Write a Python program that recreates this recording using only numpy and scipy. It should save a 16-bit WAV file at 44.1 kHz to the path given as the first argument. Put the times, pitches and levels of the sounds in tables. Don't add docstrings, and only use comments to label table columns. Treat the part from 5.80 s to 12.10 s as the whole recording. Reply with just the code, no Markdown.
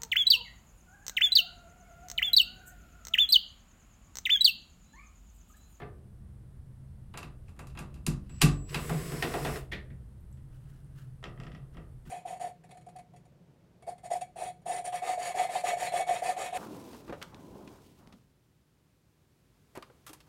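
import sys
import numpy as np
from scipy import signal
from scipy.fft import rfft, irfft
from scipy.io import wavfile
from scipy.ndimage import uniform_filter1d

SR = 44100
rng = np.random.default_rng(int(sys.argv[2]) if len(sys.argv) > 2 else 0)


def undo_db(level):
    steps = np.asarray(level, float) / 20
    return 10 ** steps


def wav_record(signal):
    frames = np.transpose(np.atleast_2d(signal))
    bounded = np.clip(frames, -1, 1)
    quanta = np.round(bounded * 32767).astype(np.int16)
    wavfile.write(sys.argv[1], SR, quanta)


N = 277830

# pitch_hz, density_db_per_hz
SHOP_RUMBLE = [(11, -45), (18, -1.5), (32, -19.5), (59, 2), (118, -8.5), (133, 3.5), (146, -22), (187, -10),
               (248, -23), (270, -27), (300, -26.5), (390, -53), (660, -120)]
# pitch_hz, density_db_per_hz
UNLOADED_RUMBLE = [(11, -38), (18, -4), (70, -6), (91, -7), (103, -12.5), (129, 4.5), (150, -4),
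                   (163, -14.5), (300, -25), (390, -60), (660, -120)]
# pitch_hz, density_db_per_hz
AIR_HISS = [(180, -28), (300, -4), (331, -9), (527, -14.5), (839, -20), (1950, -27), (2510, -32.5),
            (2720, -31.5), (6780, -38.5), (9140, -30), (15800, -43)]
# pitch_hz, level_db, t60_s
BOX_MODES = [(45.2, -7, 0.78), (95, -16.5, 0.91), (140.2, -2, 0.43), (162.2, 1, 0.27), (196.3, -7.5, 0.36),
             (239.6, -6, .36), (288, -15, 0.49), (346.4, -11.5, 0.35), (425, -17, .13)]
# pitch_hz, t60_s
ROOM_DECAY = [(60, 0.52), (280, 0.93), (740, 0.38), (1940, 0.26), (5120, 0.23), (13500, 0.15)]
# start_s, peak_db, weight_db, sharpness_db, box_push_db
BIT_EXIT = [
    (0.0014, -49.5, 6.9, -15, -40),
    (0.0186, -46, 6.3, -25, -51),
]
# pitch_hz, width_hz, level_db
BRACKET_MODES = [(408, 110, 9.5), (708, 53, 6.5), (1190, 93, 3), (1530, 15, 9), (1740, 61, 7),
                 (2080, 28, 8), (2510, 120, -6)]
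# start_s, peak_db, weight_db, sharpness_db, box_push_db
BIT_TAPS = [(1.3399, -44, 10.5, -15, -47), (1.3748, -36, 2.5, -5, -47), (1.4296, -40.5, 0.5, -11, -44),
            (1.6831, -61.5, 11.5, -8, -50.5), (1.6927, -63.5, 3, -1, -58), (1.7644, -69.5, 16, -2, -52),
            (1.7918, -49, 14.5, 0, -43), (1.871, -57, 5, 3.5, -63), (1.9001, -54, -23, -17, -59.5),
            (1.9515, -55, 13, -10, -43.5), (1.9744, -38, 3, -17, -43), (1.9898, -43.5, 9.5, -0.5, -36.5),
            (2.1046, -63, -8, -20, -48), (2.1425, -54.5, -14, -3.5, -55), (2.1604, -60, 9, -10, -49),
            (2.266, -32.5, 1.5, 3, -22.5), (2.4952, -51, 1.5, -12, -43.5), (2.6147, -29, 7, -2, -30),
            (2.6173, -14.5, -6.5, -4, -19), (2.6242, -25, -2.5, 1, -14.5), (2.9452, -23, -1, -11.5, -30)]
# pitch_hz, width_hz, level_db
STEEL_MODES = [(1144, 200, 0.5), (2676, 200, 10.5), (3930, 300, 1), (4870, 260, 0.5), (7250, 820, -2.5),
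               (9100, 1800, -2)]
# peak_s, level_db, rise_s, fall_s (rise and fall over 25 dB)
SCRAPES = [
    (1.684, -76, .07, .07),
    (2.6, -63, 0.19, 0.011),
    (2.611, -42, 0.0049, 0.0058),
    (2.895, -55.5, 0.012, 0.24),
    (2.94, -52.5, 0.09, .008),
]
# pitch_hz, density_db_per_hz
SCRAPE_COLOUR = [(600, -30.5), (1000, -4), (2300, -6), (2700, 2.5), (3300, -10.5), (5000, -5.5),
                 (8000, -20), (15000, -40)]
# pitch_hz, density_db_per_hz
BRUSH_COLOUR = [(1180, -26), (2000, 2), (3730, -7), (4710, -7), (5090, -5), (5740, -10), (8050, -4.5),
                (8550, -5.5), (9570, -5), (15800, -11.5)]
# pitch_hz, density_db_per_hz
GEAR_COLOUR = [(130, -29), (220, -7), (312, -3), (478, 0.5), (545, -14), (678, -9), (853, -34),
               (994, -10.5), (1570, -16.5), (1870, -15), (3000, -40), (3900, -59), (6600, -120)]
# time_s, turns_per_s
ROTOR_SPEED = [(3.0, 205), (3.24, 225), (3.4, 243), (3.5, 246.5), (3.7, 251), (3.73, 249), (3.8, 220)]
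# multiple_of_turn_rate, level_db
WHINE_ORDERS = [(17, -9), (18, -6), (19, -6), (20, -1), (21, -5), (22, 0), (23, -4), (24, -6), (25, -9)]
# time_s, level_db
TORQUE = [(2.86, -52), (2.91, -41.5), (2.97, -63), (3.115, -33), (3.244, -28), (3.29, -39), (3.43, -51),
          (3.63, -41), (3.73, -43.5)]
# start_s, peak_db, weight_db, sharpness_db, box_push_db
THREAD_SLIPS = [
    (3.0958, -37, 5.5, -1, -33.5),
    (3.3201, -38.5, -3.5, -3, -39),
    (3.425, -20, -13, -13.5, -36),
    (3.4438, -36, -3, -14, -54),
    (3.5386, -29.5, 2.5, -12, -41),
    (3.6493, -27, -3, -10, -36.5),
    (3.6713, -34, -6.5, -13, -46),
    (3.759, -34.5, -13, -13, -56),
]
# pitch_hz, width_hz, level_db
SCREW_MODES = [(405, 134, 5), (693, 165, 9.5), (1230, 460, -5), (1837, 76, 2.5), (2620, 230, -1.5),
               (3500, 190, -10.5), (4200, 67, -19)]
# start_s, peak_db, weight_db, sharpness_db, box_push_db
BRAKE_CLACKS = [
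    (3.9167, -41, -13, -32, -42),
    (3.92, -39, 0.5, -11.5, -42.5),
    (3.9313, -32.5, -15, -38, -41),
    (4.1016, -61.5, 5.5, -20, -47),
]
# pitch_hz, width_hz, level_db
HOUSING_MODES = [(420, 210, 5), (1870, 140, 10.5), (2200, 320, 5), (3260, 680, -4), (4070, 290, -7)]
# start_s, peak_db, pitch_hz, t60_s
LATCH_TICKS = [
    (4.4074, -64.5, 11950, 0.013),
    (4.5154, -62, 11500, 0.013),
    (4.5273, -53.5, 7840, 0.007),
    (5.0458, -62, 8970, 0.012),
]
# start_s, peak_db, weight_db, sharpness_db, box_push_db
COVER_CLACKS = [(4.574, -58, 1, -16, -61), (5.4289, -46, 10, -10, -67), (5.441, -29.5, -1.5, -15, -47),
                (5.4559, -38, 6, -32, -44), (5.5764, -53.5, 13, -13, -45.5), (5.6011, -40, 6, -9, -54.5),
                (5.636, -42.5, 3.5, -7.5, -47), (5.6678, -39, 2, -21, -47.5),
                (5.7185, -41.5, -10, -21, -47), (5.7496, -39, -1, -35, -50.5), (5.9467, -49, 5, -26, -46),
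                (5.9704, -43, 8.5, -15, -46.5), (6.2546, -50, -3, -18, -46.5)]
# pitch_hz, width_hz, level_db
PLASTIC_MODES = [(450, 210, 3), (660, 74, 3), (1265, 140, 4), (1895, 190, 4.5), (2700, 250, 2),
                 (3140, 250, -0.5), (5300, 790, -0.5), (7400, 980, -1)]
# peak_s, level_db, rise_s, fall_s (rise and fall over 25 dB)
HAND_RUBS = [
    (4.736, -74.5, 0.077, 0.3),
    (4.876, -71.5, .09, 0.4),
    (5.186, -61.5, 0.054, 0.14),
    (5.948, -68, .04, 0),
    (6.258, -64, .008, 0.5),
]
# pitch_hz, density_db_per_hz
HAND_COLOUR = [(530, -31), (900, -14), (989, -14), (1480, -6), (2360, -19), (2820, -13.5), (3650, -20),
               (15000, -25)]


def seconds():
    return np.arange(N) / SR


def rms_one(x):
    return x / np.sqrt(np.mean(x ** 2) + 1e-20)


def in_time(rows):
    time_s, value = np.transpose(rows)
    return uniform_filter1d(np.interp(seconds(), time_s, value), size=300)


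def at_hz(points, hz):
    point_hz, value = np.transpose(points)
    return np.interp(np.log(hz), np.log(point_hz), value)


def band(x, low_hz, high_hz):
    sos = signal.butter(2, [low_hz, high_hz], "band", fs=SR, output="sos")
    return signal.sosfilt(sos, x + 1e-18)


def drift(rate_hz):
    r = np.exp(-2 * np.pi * rate_hz / SR)
    noise = rng.standard_normal(N + SR)
    return rms_one(signal.lfilter([1], [1, -2 * r, r * r], noise)[SR:])


def swell(from_s, rise_s):
    since_s = np.maximum(seconds() - from_s, 0)
    return 40 * np.log10(1 - np.exp(-since_s / rise_s) + 1e-4)


def ring(x, hz, t60_s):
    r = undo_db(-60 / (t60_s * SR))
    w = 2 * np.pi * hz / SR
    return signal.lfilter([0, np.sin(w)], [1, -2 * r * np.cos(w), r * r], x + 1e-18)


def peak(x, hz, width_hz):
    r = np.exp(-np.pi * width_hz / SR)
    w = 2 * np.pi * hz / SR
    return signal.lfilter([(1 - r * r) / 2, 0, (r * r - 1) / 2], [1, -2 * r * np.cos(w), r * r], x + 1e-18)


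def coloured(spectrum, low_hz=10, high_hz=16000):
    hz = np.arange(1, N // 2 + 2) * SR / N
    shape = undo_db(at_hz(spectrum, hz)) * (hz > low_hz) * (hz < high_hz)
    return rms_one(irfft(shape * rfft(rng.standard_normal(N)), N))


def shop():
    rumble_db, pressed_db, hiss_db = -48, 3.5, -68.5
    pressed_from_s, pressed_to_s, press_ease_s = 2.02, 4.18, 0.4
    unloaded_s, unload_ease_s = 4.58, 0.053
    t = seconds()
    late = np.clip((t - unloaded_s) / unload_ease_s, 0, 1)
    inside_s = np.minimum(t - pressed_from_s, pressed_to_s - t)
    pressed = np.clip(inside_s / press_ease_s + .5, 0, 1)
    rumble = np.sqrt(1 - late) * coloured(SHOP_RUMBLE, high_hz=277)
    rumble = rumble + np.sqrt(late) * coloured(UNLOADED_RUMBLE, high_hz=324)
    rumble = undo_db(rumble_db + pressed_db * pressed + 0.26 * drift(7.3)) * rumble
    return rumble + undo_db(hiss_db) * coloured(AIR_HISS, low_hz=300)


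def box(force):
    return sum((-1) ** k * undo_db(db) * ring(force, hz, t60_s) for k, (hz, db, t60_s) in enumerate(BOX_MODES))


def knocks(events, body, contact_ms, top_db, ring_db, plain_db, boom_db, far_db, far_ring):
    lead_s, box_lag_s, build_s = .0015, 0.01007, .0007
    rattle, crack = np.zeros((2, 4, N + 4000))
    push = np.zeros(N + 4000)
    t = np.arange(1500) / SR
    shape = np.exp(-1000 * t / contact_ms) * (1 - np.exp(-t / build_s)) ** 2
    grit = rng.laplace(0, .7, (len(events), len(t)))
    for (s, db, weight_db, sharp_db, box_db), noise in zip(events, grit):
        at = max(round((s - lead_s) * SR), 0)
        gains = undo_db(db + np.array([weight_db, 0, sharp_db, sharp_db + top_db]))
        rattle[:, at:at + len(t)] += gains[:, None] * shape * noise
        crack[:, at] += gains * np.sqrt(np.sum(shape ** 2))
        push[at + round(box_lag_s * SR)] += undo_db(box_db + boom_db)

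    def through_body(v, low_gain):
        v = (band(v[0], 280, 1500) * low_gain - band(v[1], 1500, 4000) * 2.5
             + band(v[2], 4000, 7500) * 2.5 - band(v[3], 7500, 13500) * 1.5)
        rung = sum(undo_db(db) * peak(v, hz, width_hz) for hz, width_hz, db in body)
        return (undo_db(ring_db) * rung, undo_db(plain_db) * v)

    rung, plain = through_body(rattle, 2.5)
    near = (rung + plain + box(push))[:N]
    rung, plain = through_body(crack, 4.5)
    far = (far_ring * rung + plain)[:N]
    return near, undo_db(far_db) * far


def bit_exit():
    return knocks(BIT_EXIT, BRACKET_MODES, contact_ms=4.0, top_db=4, ring_db=0.0, plain_db=-8.0,
                  boom_db=-6, far_db=-2.0, far_ring=0.57)


def room(x):
    t = np.arange(SR) / SR
    edges_hz = 250 * 2 ** np.arange(0, 6.1, .25)
    white, tail = rng.standard_normal(SR), 0
    for k, (low_hz, high_hz) in enumerate(zip(edges_hz, edges_hz[1:])):
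        t60_s = at_hz(ROOM_DECAY, low_hz)
        dying = rms_one(band(white, low_hz, high_hz) * undo_db(-60 * t / t60_s))
        tail = tail + (-1) ** k * np.sqrt((high_hz - low_hz) * t60_s) * dying
    tail = tail * (1 - np.exp(-t / 0.0013))
    return signal.fftconvolve(x, tail / np.sqrt(np.sum(tail ** 2)))[:N]


def bit_taps():
    return knocks(BIT_TAPS, STEEL_MODES, contact_ms=3.0, top_db=4, ring_db=-3, plain_db=-7,
                  boom_db=-3, far_db=-2.5, far_ring=.4)


def rubbing(strokes, colour):
    t = seconds()
    level = sum(undo_db(db - 25 * np.maximum((s - t) / rise_s, (t - s) / fall_s)) for s, db, rise_s, fall_s in strokes)
    return level * undo_db(2.5 * drift(60)) * coloured(colour)


def bit_scrapes():
    return rubbing(SCRAPES, SCRAPE_COLOUR)


def switching_whine(off_db):
    level_db, tone_hz, octave_db = -54.5, 7760, -26.5
    trigger_s, half_pull_s, rise_db_per_s, fall_db_per_s = 2.492, 3.1, 9, 9.5
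    t = seconds()
    phase = 2 * np.pi * tone_hz * t
    pull_db = np.minimum(rise_db_per_s * (t - half_pull_s), fall_db_per_s * (half_pull_s - t))
    level = undo_db(level_db + pull_db + swell(trigger_s, 0.0023) + 4.0 * off_db)
    return level * (np.sin(phase) + undo_db(octave_db) * np.sin(2 * phase))


def brush_hiss(run_db):
    return undo_db(-48.5 + run_db + 0.35 * drift(43)) * coloured(BRUSH_COLOUR)


def gear_growl(run_db):
    gear_db, jerk_db, jerk_s = -45, -30.5, 0.048
    t = seconds()
    jerks = sum(np.sqrt(undo_db(db)) * (t > s) * np.exp(-np.abs(t - s) / jerk_s) for s, db, *_ in THREAD_SLIPS)
    level = (undo_db(gear_db) + undo_db(jerk_db) * jerks) * undo_db(run_db)
    return level * undo_db(1.5 * drift(25)) * coloured(GEAR_COLOUR)


def torque_shake(start_s, off_db):
    level = (seconds() > start_s) * undo_db(in_time(TORQUE) + off_db)
    return level * rms_one(box(band(rng.standard_normal(N), 125, 158)))


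def armature_whine(off_db):
    mesh_db, from_s, rise_s, shell_hz, shell_width_hz = -59, 3.06, 0.095, 5200, 900
    turns = 2 * np.pi * np.cumsum(in_time(ROTOR_SPEED)) / SR
    lines = sum(undo_db(db + 2.5 * drift(8)) * np.sin(k * turns) for k, db in WHINE_ORDERS)
    return undo_db(mesh_db + swell(from_s, rise_s) + 2 * off_db) * peak(lines, shell_hz, shell_width_hz)


def motor():
    start_s, stop_s, spin_up_s, run_down_db_per_s = 2.862, 3.77, 0.056, 268
    off_db = -run_down_db_per_s * np.maximum(seconds() - stop_s, 0)
    run_db = swell(start_s, spin_up_s) + off_db
    noise = brush_hiss(run_db) + gear_growl(run_db) + torque_shake(start_s, off_db)
    return switching_whine(off_db) + noise + armature_whine(off_db)


def thread_slips():
    return knocks(THREAD_SLIPS, SCREW_MODES, contact_ms=2.53, top_db=9, ring_db=4.0, plain_db=-12,
                  boom_db=0.0, far_db=0.0, far_ring=0.41)


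def spindle_brake():
    return knocks(BRAKE_CLACKS, HOUSING_MODES, contact_ms=6.0, top_db=8.5, ring_db=-3, plain_db=-12,
                  boom_db=-3, far_db=-2, far_ring=.6)


def latch_ticks():
    near = np.zeros(N)
    for s, db, hz, t60_s in LATCH_TICKS:
        click = undo_db(db) * (np.arange(N) == round(s * SR))
        near += ring(click, hz, t60_s)
    return near, 0.36 * near


def cover_clacks():
    return knocks(COVER_CLACKS, PLASTIC_MODES, contact_ms=1.5, top_db=-3, ring_db=-2, plain_db=-10,
                  boom_db=0, far_db=-5, far_ring=.7)


def hand_rubs():
    return rubbing(HAND_RUBS, HAND_COLOUR)


def scene():
    room_db = 5
    contacts = [bit_exit(), bit_taps(), thread_slips(), spindle_brake(), latch_ticks(), cover_clacks()]
    near, far = np.sum(contacts, axis=0)
    friction = bit_scrapes() + hand_rubs()
    return (near + undo_db(room_db) * room(far) + motor() + friction + shop())[None]


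def top_cut(x):
    return signal.sosfilt(signal.butter(12, 16470, fs=SR, output="sos"), x)


def record(dry):
    low_pass = signal.cheby2(16, 45, 16500, fs=SR, output="sos")
    mix = signal.sosfilt(low_pass, dry)
    return top_cut(mix)


dry = scene()
out = record(dry)
wav_record(out)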